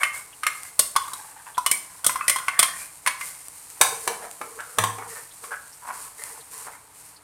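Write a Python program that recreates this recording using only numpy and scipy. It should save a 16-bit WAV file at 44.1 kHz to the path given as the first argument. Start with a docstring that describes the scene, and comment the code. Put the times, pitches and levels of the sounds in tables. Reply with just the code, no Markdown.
"""First a steel spoon clinks and scrapes puree out of a hand-held steel bowl, over a pan on the stove.
Each clink is a sum of fading tones with a burst of noise; each scrape is tiny slips that excite the metal.
Then the spoon knocks on the heavier pan and stirs: the strokes rasp, and the pan's base groans.
All along, the wet mixture sizzles lightly in tiny bursts, with a few pops and squelches made of noise.
Low room noise lies underneath, and a small tiled kitchen answers the metal, the groans, the fizz and the pops."""
import sys
import numpy as np
from scipy import signal
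from scipy.fft import rfft, irfft, next_fast_len
from scipy.io import wavfile
from scipy.ndimage import map_coordinates

SR = 44100
rng = np.random.default_rng(int(sys.argv[2]) if len(sys.argv) > 2 else 0)


def store_wav(level_fs):
    """Save 16-bit WAV to argv[1]."""
    pcm = np.round(np.clip(np.atleast_2d(level_fs), -1, 1) * 32767)
    wavfile.write(sys.argv[1], SR, pcm.T.astype(np.int16))


N = 318843  # length of the scene in samples

# In all tables, t60 is the time to fade by 60 dB. Levels are relative: the functions trim or balance them.

# colour of the room noise: (frequency [Hz], level [dB])
AIR_SPECTRUM = [(15, -25), (25, -31), (44, -2.5), (161, -2), (233, -18.5), (293, -1.5), (360, -16.5),
                (434, -3.5), (522, -8.5), (971, 1), (1240, -3.5), (3500, -17), (4550, -14), (7700, -120)]
AIR_DB = -56  # rms level of the room noise
# how long the tiled kitchen answers: (frequency [Hz], t60 [s])
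KITCHEN_DECAY = [(150, 1), (400, 0.41), (1000, 0.46), (3000, 0.37), (8000, 0.41), (15000, 0.34)]

# the mixture fries on its own, most when fresh puree has landed: (time [s], fizz level [dB])
FRYING = [(0, -49), (1.4, -50), (3.0, -47.5), (3.45, -45), (4.4, -45.5), (5.7, -48), (6.5, -48.5),
          (7.23, -59.5)]
# colour of the fizz and the pops: (frequency [Hz], level [dB])
HISS_SPECTRUM = [(1290, -17), (2200, -8), (2310, -9), (3470, -16), (4310, -10), (6060, -9), (9020, 2.5),
                 (11200, -5.5), (13800, -9), (16000, -25)]
# single wet pops in the puree and oil: (time [s], peak level [dB])
POPS = [(0.6325, -19.5), (3.483, -22.5), (3.7007, -25.5), (4.3116, -24), (6.237, -16.5), (6.5784, -24)]
# air pockets squelch out of the puree: (time [s], level [dB], frequency [Hz])
SQUELCHES = [(0.325, -40.5, 2860), (1.033, -40, 3370), (1.463, -49, 2760), (1.545, -40, 3360),
             (5.3076, -44, 3750), (5.7239, -41, 5600), (6.4044, -44, 4100), (7.16, -43.5, 4640)]

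# strokes of the spoon in the pan: (time [s], length [s], rubbing level [dB], favoured resonance [Hz],
# wet smear level [dB], groan level of the base [dB])
PAN_STROKES = [(3.712, 0.1, -58, 885, -52, -72), (3.914, 0.15, -49.5, 870, -40, -49.5),
               (4.092, 0.04, -37, 780, -53, -39), (4.214, 0.055, -40.5, 766, -48, -44.5),
               (4.427, 0.16, -52, 1110, -63, -47), (4.59, 0.013, -29, 1450, -52, -57),
               (4.67, 0.16, -48.5, 1260, -50.5, -54), (4.992, 0.055, -38.5, 960, -66, -50),
               (5.09, .11, -45, 1810, -40.5, -45), (5.425, .07, -45, 1180, -43.5, -51),
               (5.512, 0.027, -31, 1530, -56, -48), (5.826, 0.044, -43.5, 980, -51, -72),
               (5.878, 0.028, -32, 990, -45, -68), (5.94, 0.14, -49, 1070, -43, -62.5),
               (6.189, 0.086, -42, 1930, -43, -58.5), (6.267, 0.14, -49.5, 925, -48, -58.5),
               (6.525, 0.13, -46.5, 1040, -41, -59), (6.668, 0.029, -38, 910, -62, -52),
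               (6.723, 0.025, -46, 2100, -52, -70), (6.947, 0.17, -82, 990, -48.5, -86)]
# strokes of the spoon in the bowl: (time [s], length [s], rubbing level [dB], favoured resonance [Hz],
# wet smear level [dB])
BOWL_STROKES = [(0.0, 0.025, -21.5, 2180, -35), (0.145, 0.031, -32.5, 2160, -35),
                (0.53, .17, -43.5, 2100, -44.5), (1.0, 0.16, -41.5, 1010, -45), (1.16, .16, -42, 877, -49),
                (1.37, 0.014, -35, 894, -60), (1.465, 0.025, -38, 940, -48), (1.72, 0.28, -48.5, 1010, -51),
                (2.14, 0.35, -40, 1440, -47), (2.52, 0.22, -33.5, 1860, -52), (2.77, 0.067, -38, 2390, -38),
                (3.21, 0.1, -42, 2100, -37.5)]
# a rubbing stroke builds up, holds, then lets go: (attack [s], release t60 [s])
RUB_SHAPE = (0.011, 0.19)
# the same for the wet smear of a stroke: (attack [s], release t60 [s])
SMEAR_SHAPE = (0.015, 0.38)
# colour of the rubbing in the pan: (frequency [Hz], level [dB])
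PAN_GRIT = [(350, -56), (600, 3.5), (642, -17), (692, 2), (751, -5.5), (893, 0.5), (1080, 4), (1330, 3.5),
            (1580, 2), (1750, 0), (3600, -21), (4680, -67), (7920, -120)]
# colour of the rubbing in the bowl: (frequency [Hz], level [dB])
BOWL_GRIT = [(290, -58), (500, -7), (745, -0.5), (870, -5.5), (1150, 9.5), (1320, -5.5), (1440, 6.5),
             (1710, 6.5), (2080, -5), (3500, -11), (4550, -43), (7700, -120)]
# colour of the groaning pan base: (frequency [Hz], level [dB])
GROAN_SPECTRUM = [(150, -32), (330, -37), (440, 8.5), (490, 6.5), (600, -54), (1200, -36)]

# spoon on pan: (time [s], body level [dB], bright clash level [dB], rim tone [Hz],
# tone of the struck spot [Hz], its level [dB])
KNOCKS = [(3.81, -12, -8.5, 1680, 814, -15.5), (4.074, -22, -21.5, 2295, 964, -29),
          (4.412, -29.5, -40.5, 2283, 1216, -29), (4.602, -44, -42.5, 1580, 1535, -39),
          (4.783, -16, -18, 3470, 1072, -10.5), (4.836, -22, -23, 3210, 1065, -14.5),
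          (4.982, -33.5, -44, 2207, 795, -27.5), (5.437, -39, -42.5, 2100, 1135, -35)]
# the pan rocks on its burner: (time [s], frequency [Hz], level [dB], t60 [s])
ROCK = [(4.787, 107, -25.5, 0.58), (4.786, 179, -31.5, 0.3)]
# modes (natural tones) of the pan with the spoon: (frequency [Hz], level [dB], t60 [s])
PAN_MODES = [(471, -12, 0.82), (760, -4, 0.51), (889, 6.5, 0.2), (1049, 9, 0.2), (1055, 1.5, 0.17),
             (1734, 16.5, 0.1), (1900, -1, 0.27), (2380, 14.5, 0.15), (3440, -9, 0.12), (3700, 2, 0.2),
             (3900, 5, 0.31), (5280, -4, 0.19), (6050, 7, .35), (6600, -22, .35), (6800, -11, .4),
             (8120, 0.5, 0.35), (9100, 4.5, 0.33), (10230, -1, 0.35)]

# spoon on bowl: (time [s], wall's lowest mode [Hz], its level [dB], rim tone [Hz], its level [dB],
# favoured high mode [Hz], bright clash level [dB], lingering ring against the blow [dB])
CLINKS = [(0.03, 1168, -16.5, 2130, -15.5, 3030, -22.5, -44),
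          (0.431, 1253, -23, 2130, -26.5, 9060, -29.5, -13),
          (0.464, 1230, -18, 2140, -16.5, 7550, -19.5, -26),
          (0.79, 1100, -25, 2780, -27.5, 8230, -7.5, -22), (0.96, 1098, -10, 3280, -25.5, 3460, -18, -26),
          (1.077, 1145, -29.5, 3340, -49, 8500, -39, -25), (1.131, 1103, -32.5, 3460, -50, 3900, -28, -34),
          (1.577, 1004, -14, 2560, -44, 8270, -28.5, -16), (1.66, 1088, -18.5, 2954, -23, 8400, -15, -32),
          (1.711, 980, -37, 2276, -20.5, 8390, -11, -35), (2.042, 1490, -23.5, 3390, -37, 8750, -20, -27),
          (2.062, 1214, -24.5, 3380, -30, 8255, -9.5, -38), (2.092, 1034, -20, 2050, -27.5, 8270, -29, -37),
          (2.155, 1066, -19.5, 2050, -33.5, 8920, -35, -27),
          (2.207, 1175, -21.5, 2580, -30, 8920, -55, -32),
          (2.278, 1080, -31.5, 1980, -21, 8900, -12.5, -31), (2.294, 1120, -25, 2110, -19, 8850, -12, -19),
          (2.358, 1051, -20.5, 3250, -31, 8700, -25, -20), (2.383, 1130, -32, 2080, -34, 8850, -31, -29),
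          (2.48, 1103, -17, 2110, -19.5, 8900, -26, -48), (2.589, 1152, -18, 2240, -19, 8740, -6.5, -34),
          (2.626, 1075, -17.5, 3230, -18.5, 10000, -12, -19), (3.06, 1140, -23, 2060, -21, 10140, -24, -17),
          (3.071, 1030, -18.5, 2240, -17.5, 4390, -17.5, -37),
          (3.208, 1150, -32, 2076, -29, 9900, -34, -15)]
# the bowl wall's shifting modes: (multiple of its lowest mode [ratio], level [dB], t60 [s])
WALL_MODES = [(1, 12, 0.28), (3.07, -4, 0.24)]
# steady modes of the bowl with the spoon: (frequency [Hz], level [dB], t60 [s])
BOWL_MODES = [(1287, -6, 0.21), (1483, 5, 0.39), (1960, -13, 0.27), (2100, 11, 0.17), (2083, 4, 0.78),
              (2180, -7.5, 0.4), (2480, -19, 0.34), (3096, 2, 0.3), (4270, 0, 0.11), (5190, 3, 0.11),
              (5510, -5, 0.32), (5990, -1, 0.2), (7400, -21, .25), (8240, -22, .25), (8500, 0, 0.4),
              (8160, -27, .3), (9200, 8, 0.21), (9470, -14.5, 0.27), (9970, 3.5, 0.33), (10550, -14, .3),
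              (11490, -1, 0.22), (12330, -3, .2)]
# a harder clash chatters longer: seconds at a 0 dB clash, and dB of length per dB of clash
HARD_CHATTER_S, CHATTER_GROWS = 0.00425, 0.48

# colour of the crack when metal meets metal: (frequency [Hz], level [dB])
CRACK_SPECTRUM = [(30, -23), (70, -11.5), (150, -20), (400, -13), (800, -3.5), (2000, 17), (4500, 4),
                  (9000, 3), (13000, -6.5), (16000, -11.5)]
# bands in which a blow's starting strength is set: (low edge [Hz], high edge [Hz])
BANDS = [(150, 750), (750, 1500), (1500, 3000), (3000, 7000), (7000, 15000)]
TOP_HZ = 16000  # nothing passes above this


def amp(db):
    """Turns decibels into gain."""
    return 10 ** (np.asarray(db) / 20)


def unit(x):
    """Scales x to rms 1, a common measure of average strength."""
    return x / np.sqrt(np.mean(x ** 2) + 1e-20)


def fade(t, t60):
    """A decay that loses 60 dB in t60 seconds."""
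    return np.exp(-np.log(1000) * t / t60)


def along(points, hz):
    """Reads a curve of (Hz, value) points, with straight lines over log frequency."""
    point_hz, values = np.transpose(points)
    return np.interp(np.log(hz + 1), np.log(point_hz + 1), values)


def wobble(rate):
    """A smooth random curve with `rate` random points a second."""
    knots = rng.standard_normal(int(N * rate / SR) + 4)
    return map_coordinates(knots, [np.arange(N) * rate / SR])


def filtered(x, response):
    """Multiplies the spectrum of x by a response that depends on frequency."""
    size = next_fast_len(len(x) + 4096)
    spectrum = rfft(x, size) * response(np.fft.rfftfreq(size, 1 / SR))
    return irfft(spectrum, size)[:len(x)]


def coloured(x, spectrum):
    """Shapes x with a (Hz, dB) spectrum, at rms 1."""
    return unit(filtered(x, lambda hz: amp(along(spectrum, hz))))


def add(track, s, sound):
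    """Mixes a sound into a track at time s in seconds."""
    part = track[max(round(s * SR), 0):][:len(sound)]
    part += sound[:len(part)]


def grains(rate, spread_db):
    """Random tiny impulses of uneven size, about `rate` a second, at rms 1."""
    unevenness = amp(spread_db * np.clip(rng.standard_normal(N), -2, 2))
    sizes = rng.standard_normal(N) * unevenness
    return unit(sizes * (rng.random(N) < rate / SR))


def tone(hz, t60, attack_s):
    """One freely decaying mode: a sine wave that starts quickly and fades."""
    t = np.arange(SR) / SR
    return np.sin(2 * np.pi * hz * t) * fade(t, t60) * (1 - np.exp(-t / attack_s))


def stroke(length_s, shape):
    """One second of a stroke's loudness: attack, hold, release."""
    attack_s, release_t60 = shape
    t = np.arange(SR) / SR
    return (1 - np.exp(-t / attack_s)) * fade(np.maximum(t - length_s, 0), release_t60)


def strokes(rows, shape, lead_s):
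    """Gain over time from (s, length s, dB) strokes; the spoon touches a moment before each."""
    gain = np.zeros(N)
    for s, length_s, db in rows:
        add(gain, s - lead_s, amp(db) * stroke(length_s, shape))
    return gain


def room_air():
    """The low rush of the room: steady coloured noise."""
    return amp(AIR_DB) * coloured(rng.standard_normal(N), AIR_SPECTRUM)


def kitchen(x, wet_db):
    """Adds the answer of the tiled walls: a noise tail whose fading time depends on frequency."""
    hz, t, noise = signal.stft(rng.standard_normal(SR // 2), SR, nperseg=256)
    decay = fade(t, along(KITCHEN_DECAY, hz)[:, None])
    tail = signal.istft(noise * decay * (1 - np.exp(-t / 0.0014)), SR, nperseg=256)[1]
    answer = signal.fftconvolve(x, tail / np.linalg.norm(tail))[:len(x)]
    return x + amp(wet_db) * answer


def sizzle(fizz_db=0.4, smear_db=1, pop_db=2):
    """Dense tiny bursts in the wet mixture swell with every stroke; a few pop out singly."""
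    ticks = grains(rate=12000, spread_db=2)
    bursts = coloured(ticks, HISS_SPECTRUM) * amp(wobble(35))
    frying = amp(fizz_db + np.interp(np.arange(N) / SR, *np.transpose(FRYING)))
    smears = [(s, length_s, db) for s, length_s, _, _, db, *_ in [*BOWL_STROKES, *PAN_STROKES]]
    smearing = amp(smear_db) * strokes(smears, SMEAR_SHAPE, lead_s=0.02)
    # the powers of the two fizzes add up
    fizz = np.hypot(frying, smearing) * unit(kitchen(bursts, wet_db=-13))

    pops = np.zeros(N)
    t = np.arange(SR // 50) / SR
    for s, db in POPS:
        snap = coloured(rng.standard_normal(len(t)), HISS_SPECTRUM) * fade(t, 0.0052)
        add(pops, s + 0.0011, amp(db + pop_db) * snap / np.abs(snap).max())
    return fizz + kitchen(pops, wet_db=-11.0)


def squelches(width=0.1, swell_s=0.0061, trim_db=-7):
    """Small wet cavities open and resonate for a moment: narrow noise that swells and dies."""
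    out = np.zeros(N)
    t = np.arange(SR // 12) / SR
    swell = t / swell_s * np.exp(1 - t / swell_s)
    for s, db, hz in SQUELCHES:
        noise = rng.standard_normal(len(t))
        cavity = unit(filtered(noise, lambda f: 1 / (1 + ((f / hz - 1) / width) ** 2)))
        add(out, s, amp(db + trim_db) * cavity * swell)
    return out


def resonant(x, modes, width_hz):
    """Passes x through the modes of a body, widened by the spoon's pressure."""
    def response(f):
        total = 0
        for k, (centre, db, _) in enumerate(modes):
            damping = 1j * f * width_hz
            # every other mode is turned upside down
            total = total + (-1) ** k * amp(db) * damping / (centre ** 2 - f ** 2 + damping)
        return total
    return unit(filtered(x, response))


def scraping(rows, modes, grit, slip_rate, width_hz, ring_db, focus_db, focus_width_hz):
    """Tiny slips under the spoon excite the metal, most near the resonance each stroke favours."""
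    slips = grains(slip_rate, spread_db=4) * amp(2.6 * wobble(55))
    rub = coloured(slips, grit)
    body = rub + amp(ring_db) * resonant(rub, modes, width_hz)
    # one more second, so that late strokes have enough material
    body = np.pad(body, (0, SR), mode="wrap")
    slips = np.pad(slips, (0, SR), mode="wrap")
    out = np.zeros(N)
    for s, length_s, db, hz, *_ in rows:
        start = max(round(s * SR), 0)
        piece = slips[start:][:SR]
        focus = unit(filtered(piece, lambda f: 1 / (1 + 2j * (f - hz) / focus_width_hz) ** 2))
        scrape = unit(body[start:][:SR] + amp(focus_db) * focus)
        add(out, s - .008, amp(db) * stroke(length_s, RUB_SHAPE) * scrape)
    return kitchen(out, wet_db=-6.5)


def stirring(grit_db=-1):
    """Each stroke rasps over the pan and makes its base groan in fits."""
    rasp = scraping(PAN_STROKES, PAN_MODES, PAN_GRIT, slip_rate=1400, width_hz=64,
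                    ring_db=-5.5, focus_db=-1.5, focus_width_hz=370)
    groan_rows = [(s, length_s, db) for s, length_s, *_, db in PAN_STROKES]
    pressure = strokes(groan_rows, RUB_SHAPE, lead_s=0.019)
    judder = unit(amp(5 * wobble(45)))
    groan = pressure * judder * coloured(grains(rate=4800, spread_db=-0.5), GROAN_SPECTRUM)
    return amp(grit_db) * rasp + kitchen(groan, wet_db=-14)


def cushion(centre_hz, t60):
    """The soft push of the spoon through food just before metal meets metal."""
    t = np.arange(SR // 25) / SR
    spectrum = [(centre_hz / 4, -35), (centre_hz, 0), (centre_hz * 2, -12), (centre_hz * 8, -35)]
    push = coloured(rng.standard_normal(len(t)), spectrum)
    return push * fade(t, t60) * (1 - np.exp(-t / 0.00027))


def rim(hz, split=0.022, usual_hz=2130, usual_t60=0.25, tilt_db=9):
    """The rim's tone outlasts the contact: a main tone beats with three randomly placed close neighbours."""
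    # higher rim tones start stronger (tilt in dB an octave) and die sooner
    t60 = usual_t60 * (usual_hz / hz) ** 2.4
    neighbours_hz = hz * (1 + split * rng.standard_normal(3))
    neighbours = sum(tone(f, t60 * .7, attack_s=.001) for f in neighbours_hz)
    cluster = .8 * tone(hz, t60, attack_s=.003) + .3 * neighbours
    return amp(tilt_db * np.log2(hz / usual_hz)) * cluster


def strike(modes, band_db, ring_db, contact_t60, crack_db, crack_t60, chatter_s):
    """One blow: the spoon chatters briefly and damps the metal, then a faint free ring lingers."""
    t = np.arange(SR * 3 // 5) / SR
    hz, db, t60 = np.transpose(modes)[:, :, None]
    luck, phase, detune = rng.standard_normal((3, len(modes), 1))
    # each blow varies at random in pitch and level, the high modes most
    chance = np.clip(hz / 6000, .3, 1)
    hz = hz * (1 + .009 * chance * detune)
    db = db + 3 * chance * luck
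    after = np.maximum(t - chatter_s, 0)
    decay = fade(after, contact_t60) + amp(ring_db) * fade(t, t60)
    ring = np.sum(amp(db) * decay * np.sin(2 * np.pi * (hz * t + phase)), axis=0)
    noise = coloured(rng.standard_normal(len(t)), CRACK_SPECTRUM)
    crack = amp(crack_db) * noise * fade(after, crack_t60)
    blow = (ring + crack) * (1 - np.exp(-t / 0.00085))

    # the place and hardness of the contact set how strongly each band starts
    onset = blow[:SR // 100]
    gains = []
    for (low, high), wanted_db in zip(BANDS, band_db):
        in_band = filtered(onset, lambda f: (f > low) & (f < high))
        gain_db = wanted_db - 20 * np.log10(np.sqrt(np.mean(in_band ** 2)))
        # hold the gain across the band and glide between bands
        gains += [(low * 1.15, gain_db), (high / 1.15, gain_db)]
    return filtered(blow, lambda f: amp(along(gains, f)))


def pan_knocks(trim_db=(-9, -3.5, -6.5, -7, -3), body_share=0.73, rim_tone_db=-12, spot_t60=0.071,
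               low_cut_hz=120, cushion_db=-11, lag_s=0.0019):
    """The spoon hits the heavier pan; the struck spot sings briefly, and once the pan rocks with a low hum."""
    out = np.zeros(N)
    for s, body_db, clash_db, rim_hz, spot_hz, spot_db in KNOCKS:
        middle_db = body_share * body_db + (1 - body_share) * clash_db
        band_db = np.add([body_db, body_db, middle_db, clash_db, clash_db], trim_db)
        blow = strike(PAN_MODES, band_db, ring_db=-22.5, contact_t60=0.019,
                      crack_db=17, crack_t60=0.035, chatter_s=0.00078)
        blow = filtered(blow, lambda f: (1j * f / (low_cut_hz + 1j * f)) ** 2)
        rim_tone = amp(body_db + rim_tone_db) * rim(rim_hz)
        spot_tone = amp(spot_db) * tone(spot_hz, spot_t60, attack_s=0.00067)
        tones = rim_tone + spot_tone
        add(out, s + lag_s, kitchen(blow + tones[:len(blow)], wet_db=-3.5))
        add(out, s - .004, amp(body_db + cushion_db) * cushion(centre_hz=474, t60=0.02))
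    for s, hz, db, t60 in ROCK:
        add(out, s, amp(db) * tone(hz, t60, attack_s=0.014))
    return out


def bowl_scrapes(trim_db=-6.0):
    """The spoon slips along the bowl in tiny jerks that make its metal sound."""
    rub = scraping(BOWL_STROKES, BOWL_MODES, BOWL_GRIT, slip_rate=900, width_hz=66,
                   ring_db=-7.0, focus_db=0, focus_width_hz=200)
    return amp(trim_db) * rub


def bowl_clinks(trim_db=(-24, -3.5, -3.5, -9, -4), wall_share=0.18, rim_tone_db=-5.5,
                ping_db=-8, ping_t60=0.098, cushion_db=-20, lag_s=.002):
    """The spoon hits the bowl; grip, puree and place of contact shift wall modes, rim tone and a high ping."""
    out = np.zeros(N)
    for s, wall_hz, wall_db, rim_hz, rim_db, ping_hz, clash_db, ring_db in CLINKS:
        wall_modes = [(wall_hz * ratio, mode_db, t60) for ratio, mode_db, t60 in WALL_MODES]
        modes = wall_modes + list(BOWL_MODES)
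        overtone_db = wall_share * wall_db + (1 - wall_share) * clash_db
        band_db = np.add([clash_db, wall_db, rim_db, overtone_db, clash_db], trim_db)
        chatter_s = HARD_CHATTER_S * amp(CHATTER_GROWS * clash_db)
        blow = strike(modes, band_db, ring_db, contact_t60=0.032,
                      crack_db=14.5, crack_t60=0.051, chatter_s=chatter_s)
        rim_tone = amp(rim_db + rim_tone_db) * rim(rim_hz)
        ping = amp(clash_db + ping_db) * tone(ping_hz, ping_t60, attack_s=0.00033)
        tones = rim_tone + ping
        add(out, s + lag_s, kitchen(blow + tones[:len(blow)], wet_db=-7.5))
        add(out, s - .005, amp(wall_db + cushion_db) * cushion(centre_hz=1060, t60=0.039))
    return out


def scene():
    """Room noise, wet mixture, pan and bowl together, on one channel."""
    mixture = sizzle() + squelches()
    pan = stirring() + pan_knocks()
    bowl = bowl_scrapes() + bowl_clinks()
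    return (room_air() + mixture + pan + bowl)[None]


def record(dry):
    """The loudest peaks are rounded off, and nothing passes above the band limit."""
    rounded = dry[0] / (1 + np.abs(dry[0]) ** 4) ** (1 / 4)
    return filtered(rounded, lambda hz: hz < TOP_HZ)[None]


dry = scene()
out = record(dry)
store_wav(out)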